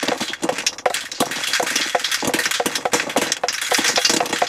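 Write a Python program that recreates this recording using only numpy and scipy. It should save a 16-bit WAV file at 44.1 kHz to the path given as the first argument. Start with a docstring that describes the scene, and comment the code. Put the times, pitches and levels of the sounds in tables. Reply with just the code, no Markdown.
"""Balls clack and rattle in a plastic ball magazine, held close to the microphone in a room with a faint rumble.
The feeder stirs them against each other and the thin walls, and a part of it sings on after some contacts.
A finger taps the hollow shell and sets it ringing. The balls that come out drop into a cardboard box,
where they bounce and roll. The sound is almost mono."""
import sys
import numpy as np
from scipy import signal
from scipy.io import wavfile

SR = 44100
rng = np.random.default_rng(int(sys.argv[2]) if len(sys.argv) > 2 else 0)


def wrap_up_sound(samples):
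    """Save the sound to the file named by the first command line argument, as 16-bit audio."""
    columns = np.atleast_2d(samples).T
    # keep every value between -1 and 1, then stretch to whole-number steps
    tamed = np.clip(columns, -1, 1)
    steps = np.round(tamed * 32767).astype(np.int16)
    wavfile.write(sys.argv[1], SR, steps)


N = 197952


def amp(db):
    return 10 ** (np.asarray(db) / 20)


def unit_rms(x):
    return x / np.sqrt(np.mean(x ** 2) + 1e-20)


def unit_peak(x):
    return x / (np.max(np.abs(x)) + 1e-12)


def butter(x, kind, hz, order=2):
    return signal.sosfilt(signal.butter(order, hz, kind, fs=SR, output="sos"), x)


def add(out, start_s, sound):
    at = round(start_s * SR)
    out[at:at + len(sound)] += sound[:N - at]


def ring(x, hz, t60):
    """One mode: a unit click sets a sine of height 1 ringing."""
    r, w = amp(-60 / (t60 * SR)), 2 * np.pi * hz / SR
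    return signal.lfilter([0, np.sin(w)], [1, -2 * r * np.cos(w), r * r], x + 1e-18)


def resonate(x, hz, width_hz):
    """One resonance with a gain of 1 at its top."""
    r, w = np.exp(-np.pi * width_hz / SR), 2 * np.pi * hz / SR
    return (1 - r * r) / 2 * signal.lfilter([1, 0, -1], [1, -2 * r * np.cos(w), r * r], x)


def grains(count, per_s, spread_db):
    """Random clicks of uneven size and sign."""
    sizes = amp(spread_db * np.minimum(rng.exponential(1, count), 4)) * rng.choice([-1, 1], count)
    return sizes * (rng.random(count) < per_s / SR)


def soft_push(contact_s):
    """The push of a soft body: one half sine, then silence to ring out in."""
    t = np.arange(8000) / SR
    return np.sin(np.pi * np.minimum(t / contact_s, 1))


def wander(step_s):
    """Chance values joined by straight lines."""
    knots = np.arange(0, N / SR + 1, step_s)
    return np.interp(np.arange(N) / SR, knots, rng.standard_normal(len(knots)))


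def swells(times, tops_db, rise_db_per_s, fall_db_per_s):
    """Gain of overlapping swells that rise to a top and fall away, added in power."""
    t = np.arange(0, N + 64, 64) / SR
    since_top = t - times[:, None]
    db = tops_db[:, None] + since_top * np.where(since_top < 0, rise_db_per_s, -fall_db_per_s)
    power = np.sum(amp(db) ** 2, axis=0)
    return np.interp(np.arange(N) / SR, t, np.sqrt(power))


# The room behind the magazine. Each row: centre of an octave band in Hz, level in dB.
RUMBLE_BANDS = [(25, -66), (45, -74), (90, -59)]


def room_rumble():
    """Low noise of the room: a part both channels share and a weaker part that sets them apart."""
    out = np.zeros((2, N))
    for hz, db in RUMBLE_BANDS:
        octave = butter(rng.standard_normal((2, N)), "band", [hz / np.sqrt(2), hz * np.sqrt(2)])
        out += amp(db) * unit_rms(octave)
    return out[0], amp(-15) * out[1]


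# The feeder singing on after some contacts. Each row: top of the swell in seconds, level in dB.
SING_SWELLS = [(.028, -30.5), (0.279, -27), (.335, -35), (.942, -35), (1.204, -36), (1.435, -24),
               (1.469, -23), (1.535, -25), (1.758, -20), (1.81, -25), (1.895, -29), (2.044, -28),
               (2.116, -33), (2.511, -33), (2.716, -30), (2.754, -30), (2.96, -28), (3.098, -41),
               (3.319, -35), (3.617, -24), (3.844, -30), (3.975, -21.5), (4.33, -28)]
SING_HZ = 3341


def feeder_singing():
    """Grains of rubbing excite one narrow resonance in a part of the feeder."""
    times, tops_db = np.transpose(SING_SWELLS)
    rub = grains(N, per_s=2800, spread_db=4) * amp(3.3 * wander(step_s=0.022))
    tone = resonate(resonate(rub, SING_HZ, width_hz=48), SING_HZ, width_hz=390)
    return swells(times, tops_db, rise_db_per_s=3000, fall_db_per_s=253) * unit_rms(tone)


# Modes of the cardboard box. 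Each row: frequency in Hz, level in dB, time to fall 60 dB in seconds.
BOX_MODES = [(126.5, -13.5, 0.087), (179, -7.5, 0.081), (212.4, -2, 0.054), (275.6, 1.5, 0.062),
             (327.4, 0.5, 0.083), (385, 0, 0.034), (479.6, -3.5, 0.11), (580, -6.5, 0.09), (647, -10, 0.14),
             (850, 2, 0.034), (967, -6, 0.094), (1131, -2.5, 0.043)]


def balls_rolling():
    """Balls bump over the cardboard: louder after each landing, then settling to a faint rumble."""
    times, landing_db, _ = np.transpose(LANDINGS)
    gain = amp(-45) + swells(times, landing_db - 17, rise_db_per_s=2000, fall_db_per_s=84.5)
    bumps = grains(N, per_s=280, spread_db=5)
    box = sum((-1) ** k * amp(db) * ring(bumps, hz, 0.4 * t60)
              for k, (hz, db, t60) in enumerate(BOX_MODES))
    return gain * unit_rms(box)


# Balls landing in the box. Each row: start in seconds, level in dB, upper modes against low ones in dB.
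LANDINGS = [(0.028, -15, 2), (.083, -11.5, 2), (0.212, -14, -1.5), (.295, -24, -5), (0.424, -26, 2),
            (.435, -9.5, -9), (0.521, -20.5, 2), (.582, -26, 6), (.634, -31, 9), (1.2046, -10.5, 3),
            (1.303, -24, -14), (1.36, -24.5, 3), (1.626, -20, 7.5), (1.712, -25, 1), (1.754, -21.5, -2),
            (1.799, -23, 1), (1.856, -24, -3), (2.225, -17, 4.5), (2.245, -17, 3), (2.274, -11, 1.5),
            (2.338, -9.5, -4), (2.365, -33, 15.5), (2.395, -26, 7.5), (2.459, -26, 2), (2.658, -11.5, 3.5),
            (2.782, -25.5, 7.5), (2.933, -17, 10), (2.943, -14, 7), (2.964, -30, -16), (3.033, -24, 7),
            (3.068, -18.5, 4), (3.174, -11, 3.5), (3.217, -15, 4), (3.238, -25, 5), (3.264, -23, 4),
            (3.784, -11, 1.2), (3.851, -33, 13), (3.89, -22, 7.5), (3.933, -22, -10), (4.096, -14.5, 4.5),
            (4.134, -11.5, -0.5), (4.162, -12, -4), (4.297, -20.5, -1.5), (4.328, -14.5, 5)]
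FLOOR_HZ, FLOOR_SCATTER = 305, 0.048   # pitch the floor favours, relative scatter from spot to spot


def balls_landing():
    """Each spot favours other modes of the box; the floor yields slowly, the knock wakes upper modes."""
    out = np.zeros(N)
    yielding, knock = soft_push(contact_s=0.0018), soft_push(contact_s=0.00064)
    for start, db, upper_db in LANDINGS:
        low, upper = 0, 0
        spot_hz = FLOOR_HZ * np.exp(FLOOR_SCATTER * rng.standard_normal())
        for k, (hz, mode_db, t60) in enumerate(BOX_MODES):
            strength = amp(mode_db + 3.14 * rng.standard_normal())
            if hz < 420:
                octaves_off = abs(np.log2(hz / spot_hz))
                low += (-1) ** k * strength * amp(-5 * octaves_off) * ring(yielding, hz, t60)
            else:
                upper += rng.choice([-1, 1]) * strength * ring(knock, hz, t60)
        add(out, start, amp(db) * (unit_peak(low) + amp(upper_db) * unit_peak(upper)))
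    return out


# Resonances of the magazine's thin plastic walls.
# Each row: frequency in Hz, width in Hz, level against the bare contact in dB.
WALL_RESONANCES = [(1540, 29, -11), (1590, 59, -4.5), (1883, 110, -2.5), (2160, 100, -12), (2607, 120, -6),
                   (2812, 20, 7.5), (3413, 256, 4.5), (4040, 140, 5), (4650, 180, 1), (4880, 38, -10),
                   (5080, 92, 4), (5475, 125, 1), (5916, 105, 7.5), (6360, 160, 0.5), (6790, 250, 2.5),
                   (7550, 690, 0), (8700, 97, -1.5), (9370, 180, -9), (9830, 52, 3.5), (11070, 300, -1),
                   (11650, 180, -4), (12400, 250, -11)]


def plastic_walls(contacts, spot_db):
    """The walls resonate as the contact spot allows; returns hollow ring, clack and treble bands."""
    sound = contacts
    for (hz, width_hz, db), offset_db in zip(WALL_RESONANCES, spot_db):
        sound = sound + resonate(amp(db + offset_db) * contacts, hz, width_hz)
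    hollow = butter(sound, "band", [1336, 2555])
    clack = butter(butter(sound, "band", [2360, 11200]), "low", 7000, order=4)
    treble = butter(butter(sound, "band", [8700, 21900]), "low", 14000, order=1)
    return hollow, clack, treble


# The feeder stirring the balls.
# Each row: time in seconds, rattle level in dB, level of the treble above about 9 kHz in dB.
RATTLE_LEVELS = [(0, -26, -48), (.26, -37.5, -39), (.37, -48.5, -64), (0.611, -26.5, -43), (.86, -89, -63),
                 (.95, -21, -37), (1.09, -44, -53), (1.26, -36.5, -64), (1.4, -29, -38), (1.65, -29.5, -41),
                 (1.81, -22, -30), (1.99, -33, -43), (2.2, -25.5, -40), (2.33, -40, -54), (2.42, -32, -48),
                 (2.6, -36, -48), (2.75, -28.5, -40), (2.9, -46.5, -53), (3.01, -25.5, -44),
                 (3.14, -39, -43), (3.29, -28, -65), (3.46, -56, -51), (3.55, -31.5, -64),
                 (3.75, -25.5, -18), (3.89, -18.5, -44), (4.0, -40, -30), (4.49, -29, -53)]


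def balls_rattling():
    """Small contacts inside the magazine come in clumps and wander over its walls."""
    times, rattle_db, treble_db = np.transpose(RATTLE_LEVELS)
    t = np.arange(N) / SR
    rattle_gain, treble_gain = amp(np.interp(t, times, rattle_db)), amp(np.interp(t, times, treble_db))
    contacts = grains(N, per_s=2800, spread_db=3.5) * amp(2.5 * wander(step_s=0.012))
    spot_db = [4 * wander(step_s=0.03) for _ in WALL_RESONANCES]
    hollow, clack, treble = plastic_walls(contacts, spot_db)
    return rattle_gain * unit_rms(clack + amp(11.5) * hollow) + treble_gain * unit_rms(treble)


# Modes of the hollow shell, and of the fingertip's brief slap on it.
# Each row: frequency in Hz, level in dB, time to fall 60 dB in seconds.
SHELL_MODES = [(498.3, -0.5, 0.094), (588, -4, 0.059), (610, -17, 0.034), (663, -7.5, 0.038),
               (710.5, 1.5, 0.072), (800.4, -11.5, 0.12), (995, -2, 0.034), (1330, -12, 0.071),
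               (1416, -1.5, 0.02), (1522, -12, 0.048), (1983, -0.5, 0.031), (2250, -9, 0.029),
               (373, -15, 0.069), (437, -14.5, 0.045)]
SLAP_MODES = [(955, 4.5, 0.0051), (2010, 9.5, 0.0021)]
# A finger on the shell, close to the microphone.
# Each row: start in seconds, level in dB, offset of the first shell mode in dB.
FINGER_TAPS = [(0.118, -6, 1.5), (0.49, -5.5, 4), (0.858, -0.5, -1), (0.903, -12, -12), (1.222, -5, -1),
               (1.598, -5.5, -1.5), (1.948, -2, -1), (2.293, -11.5, 1), (2.599, -4.5, -1),
               (2.854, -3.5, -3.5), (3.162, -3.5, -3.5), (3.436, -5, -1.5), (3.717, -4, -2),
               (3.976, -5, -1.5), (4.204, -4, -3.5), (4.419, -1.5, -4)]


def finger_taps():
    """Every tap lands near the same spot, so the shell's modes keep almost the same balance."""
    out, push = np.zeros(N), soft_push(contact_s=0.00047)
    for start, db, first_mode_db in FINGER_TAPS:
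        spot_db = 1.5 * rng.standard_normal(len(SHELL_MODES))
        spot_db[0] = first_mode_db
        detune = 1 + 0.012 * rng.standard_normal(len(SHELL_MODES))
        shell = sum((-1) ** k * amp(mode_db + spot_db[k]) * ring(push, hz * detune[k], t60)
                    for k, (hz, mode_db, t60) in enumerate(SHELL_MODES))
        slap = sum(amp(mode_db) * ring(push, hz, t60) for hz, mode_db, t60 in SLAP_MODES) / np.sum(push)
        add(out, start, amp(db) * (slap - unit_peak(shell)))   # the wall first moves inwards
    return butter(out, "high", 200)   # the shell is too small for bass


# Ball against ball or wall, close to the microphone. Each row: start in seconds, level in dB, pitch in
# Hz, hollow ring in dB, level of the treble above about 9 kHz heard with each clack in dB (both
# relative to the clack), time to fall 60 dB in seconds (capped at 0.4).
BALL_HITS = [(0.029, -13, 3150, -1, 1, .086), (.083, -5.5, 2580, -16, -14, 0.036),
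             (.116, -28, 2760, 14, -23, 0.057), (0.176, -23, 3750, -13.5, -1, 0.094),
             (.206, -12.5, 6300, -12, -17, 0.21), (0.223, -15.5, 3280, 1, -3, 0.23),
             (0.281, -13.5, 3120, -30, -21, 0.14), (.333, -17.5, 3100, 6, -8, 0.084),
             (.423, -22, 3030, -16, -1, 0.096), (0.434, -12, 8400, -10, -15, 0.076),
             (.490, -19, 2700, 5.5, -1, 0.076), (.525, -21.5, 2870, -20, -6, .13),
             (0.5834, -13, 2550, 0, -3, 0.09), (.665, -1.5, 5370, -29, -43, 0.087),
             (.729, -22.5, 5230, -4, -37, 0.086), (0.783, -16.5, 5370, -6.5, -76, 0.093),
             (0.856, -20, 2710, 7.5, -4.5, 0.094), (0.9, -18.5, 3780, -4, -4.5, 0.075),
             (0.942, -8.5, 3160, -29, 2.5, 0.079), (1.006, -17.5, 3230, -4, -3, 0.2),
             (1.053, -22, 3260, 2, 0, 0.13), (1.116, -10, 5370, -23, -41, 0.077),
             (1.147, -19, 4260, -27, -33, 0.57), (1.203, -5.5, 3600, -32, 2, 0.1),
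             (1.255, -16.5, 5460, -22, -6, 0.16), (1.311, -18.5, 3600, 6, 2, 0.7),
             (1.358, -15, 3220, -17, -10, 0.16), (1.437, -11.5, 3100, -3.5, -4, 0.15),
             (1.471, -9, 2830, -35, -3, .27), (1.533, -4, 4230, -3.5, -16, .16),
             (1.551, -10, 3230, 1, -1, .13), (1.597, -10.5, 6300, -5, -20, 0.026),
             (1.627, -13, 7450, -11, 2.5, 0.061), (1.669, -15, 3250, 2.5, 0.5, 0.57),
             (1.703, -15.5, 3940, 4, 2, 0.11), (1.757, -2, 5400, -15, -10, 0.083),
             (1.812, -7.5, 3240, -5, -31, .2), (1.895, -12, 3240, -8, -6.5, 0.084),
             (1.949, -17.5, 3200, 5.5, -6, 0.1), (1.995, -15.5, 2820, -3, -2.5, 0.14),
             (2.044, -4.5, 3520, -7.5, -13, 0.19), (2.115, -7, 3360, -4.5, -2, 0.2),
             (2.143, -3, 4900, -5.5, -7.5, 0.098), (2.202, -15.5, 4530, -25, -26, 0.12),
             (2.246, -9, 6660, -6.5, -27, 0.088), (2.274, -8, 7000, -22, 0, 0.078),
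             (2.337, -8.5, 2620, -3.5, 1.5, 0.15), (2.388, -9.5, 4000, 3, 1.5, 0.22),
             (2.436, -13.5, 3240, -23, -1, 0.21), (2.455, -7, 5070, 1, -10, .083),
             (2.51, -10.5, 3160, 4, 5, 0.08), (2.539, -9, 3120, -1, -6, 0.19),
             (2.597, -16, 2740, -35, -17, 0.053), (2.658, -10.5, 2770, -2, 5, 0.098),
             (2.714, -21, 3760, -1.5, -2, 0.14), (2.754, -6, 5500, -13, -6.5, 0.1),
             (2.853, -20.5, 3030, 3, -4, .067), (2.919, -27.5, 3350, 8, 0, .13),
             (2.933, -6, 7100, -2.5, -4, .24), (2.997, -14.5, 3440, 10, -14, 0.063),
             (3.095, -18.5, 3070, 6, 0, 0.14), (3.163, -17, 2700, -9, -3, 0.44),
             (3.172, -10, 2840, -9, -0.5, 0.1), (3.215, -12.5, 2870, 1, 2.5, 0.24),
             (3.268, -17, 2900, -9, -6, 0.09), (3.319, -0.5, 5250, -13, -15, 0.064),
             (3.367, -15, 2600, -3, -5.5, 0.066), (3.434, -25.5, 2700, 7.5, -5, 0.11),
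             (3.484, -3, 5020, -6.5, -49, .11), (3.527, -16.5, 2760, -5, 3, 0.16),
             (3.541, -11, 5450, -6, -12, 0.12), (3.581, -16.5, 3430, 4.5, 0, 0.07),
             (3.615, -14.5, 3420, 3, 5.5, 0.16), (3.664, -16.5, 3370, 0, -1, 0.13),
             (3.709, -12, 3130, 0.5, -2, 0.2), (3.745, -1, 4870, -3.5, -41, 0.075),
             (3.784, -10.5, 3300, -10, -31, 0.25), (3.844, -5.5, 5900, -3, -7, 0.08),
             (3.858, -13, 4020, -14, -3, 0.43), (3.879, -3.5, 5140, -6, -9, 0.19),
             (3.959, -3.5, 5070, -18, -41, .064), (3.974, -5.5, 3340, -1, -30, 0.096),
             (4.014, -9, 5900, -7.5, -4, 0.23), (4.048, 1, 4600, -12, -36, 0.12),
             (4.095, -1.5, 5170, -8, -9, .13), (4.136, -3.5, 7150, -6, -6, 0.081),
             (4.164, -4, 7200, -12, -40, 0.068), (4.204, -14.5, 2530, -5, -30, .061),
             (4.257, -12.5, 6500, -14, -1.5, 0.07), (4.294, -16, 5650, -28, -4, 0.1),
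             (4.327, -8.5, 7300, -4, -38, 0.15), (4.360, -14, 3100, 0, -7, .15),
             (4.386, -14.5, 3130, -19, -2, 0.11), (4.417, -13, 2560, -5, -12, .11),
             (4.442, -19, 5900, 2, -25, 0.093), (4.468, -13, 4320, -19, -23, .13)]
JOLT_S = 0.0035


def balls_clacking():
    """A hit jolts the neighbours: a sharp start, then grainy chatter that dies; the treble fades first."""
    out, t = np.zeros(N), np.arange(6500) / SR
    jolt = 1 + 0.14 * np.exp(-t / JOLT_S)
    for start, db, hz, hollow_db, treble_db, t60 in BALL_HITS:
        fade = jolt * amp(-60 * t / min(t60, 0.4))
        chatter = fade * (rng.standard_normal(len(t)) + 1.67 * grains(len(t), per_s=1500, spread_db=-1))
        spot_db = 4.5 * rng.standard_normal(len(WALL_RESONANCES))
        hollow, clack, treble = plastic_walls(chatter, spot_db)
        pitched = resonate(chatter, hz, width_hz=0.16 * hz)
        clack = unit_peak(clack) + amp(-0.5) * unit_peak(pitched)
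        hollow = amp(hollow_db) * unit_peak(hollow)
        treble = amp(treble_db) * unit_peak(treble * amp(-60 * t))
        add(out, start, amp(db) * (unit_peak(clack) + hollow + treble))
    return out


def scene():
    """Close up and almost mono: the channels differ faintly, most in the treble and the rumble."""
    mid = finger_taps() + balls_landing() + balls_clacking()
    mid += balls_rattling() + balls_rolling() + feeder_singing()
    mid = butter(mid, "high", 104)   # little is heard below about 100 Hz
    smear = rng.standard_normal(400) * amp(-60 * np.arange(400) / 400)   # 9 ms of dying noise
    bright = amp(-6) * mid + butter(mid, "high", 3360)
    side = amp(-46.5) * np.convolve(bright, smear / np.linalg.norm(smear))[:N]
    rumble_mid, rumble_side = room_rumble()
    mid, side = mid + rumble_mid, side + rumble_side
    return np.array([mid + side, mid - side])


def record(dry):
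    """The microphone falls off in the top octave, peaks are rounded, and the top is cut by 16.6 kHz."""
    heard = butter(dry, "low", 9440)
    rounded = 1.095 * np.tanh(heard / 1.288)
    return signal.sosfilt(signal.cheby2(12, 60, 16600, fs=SR, output="sos"), rounded)


dry = scene()
out = record(dry)
wrap_up_sound(out)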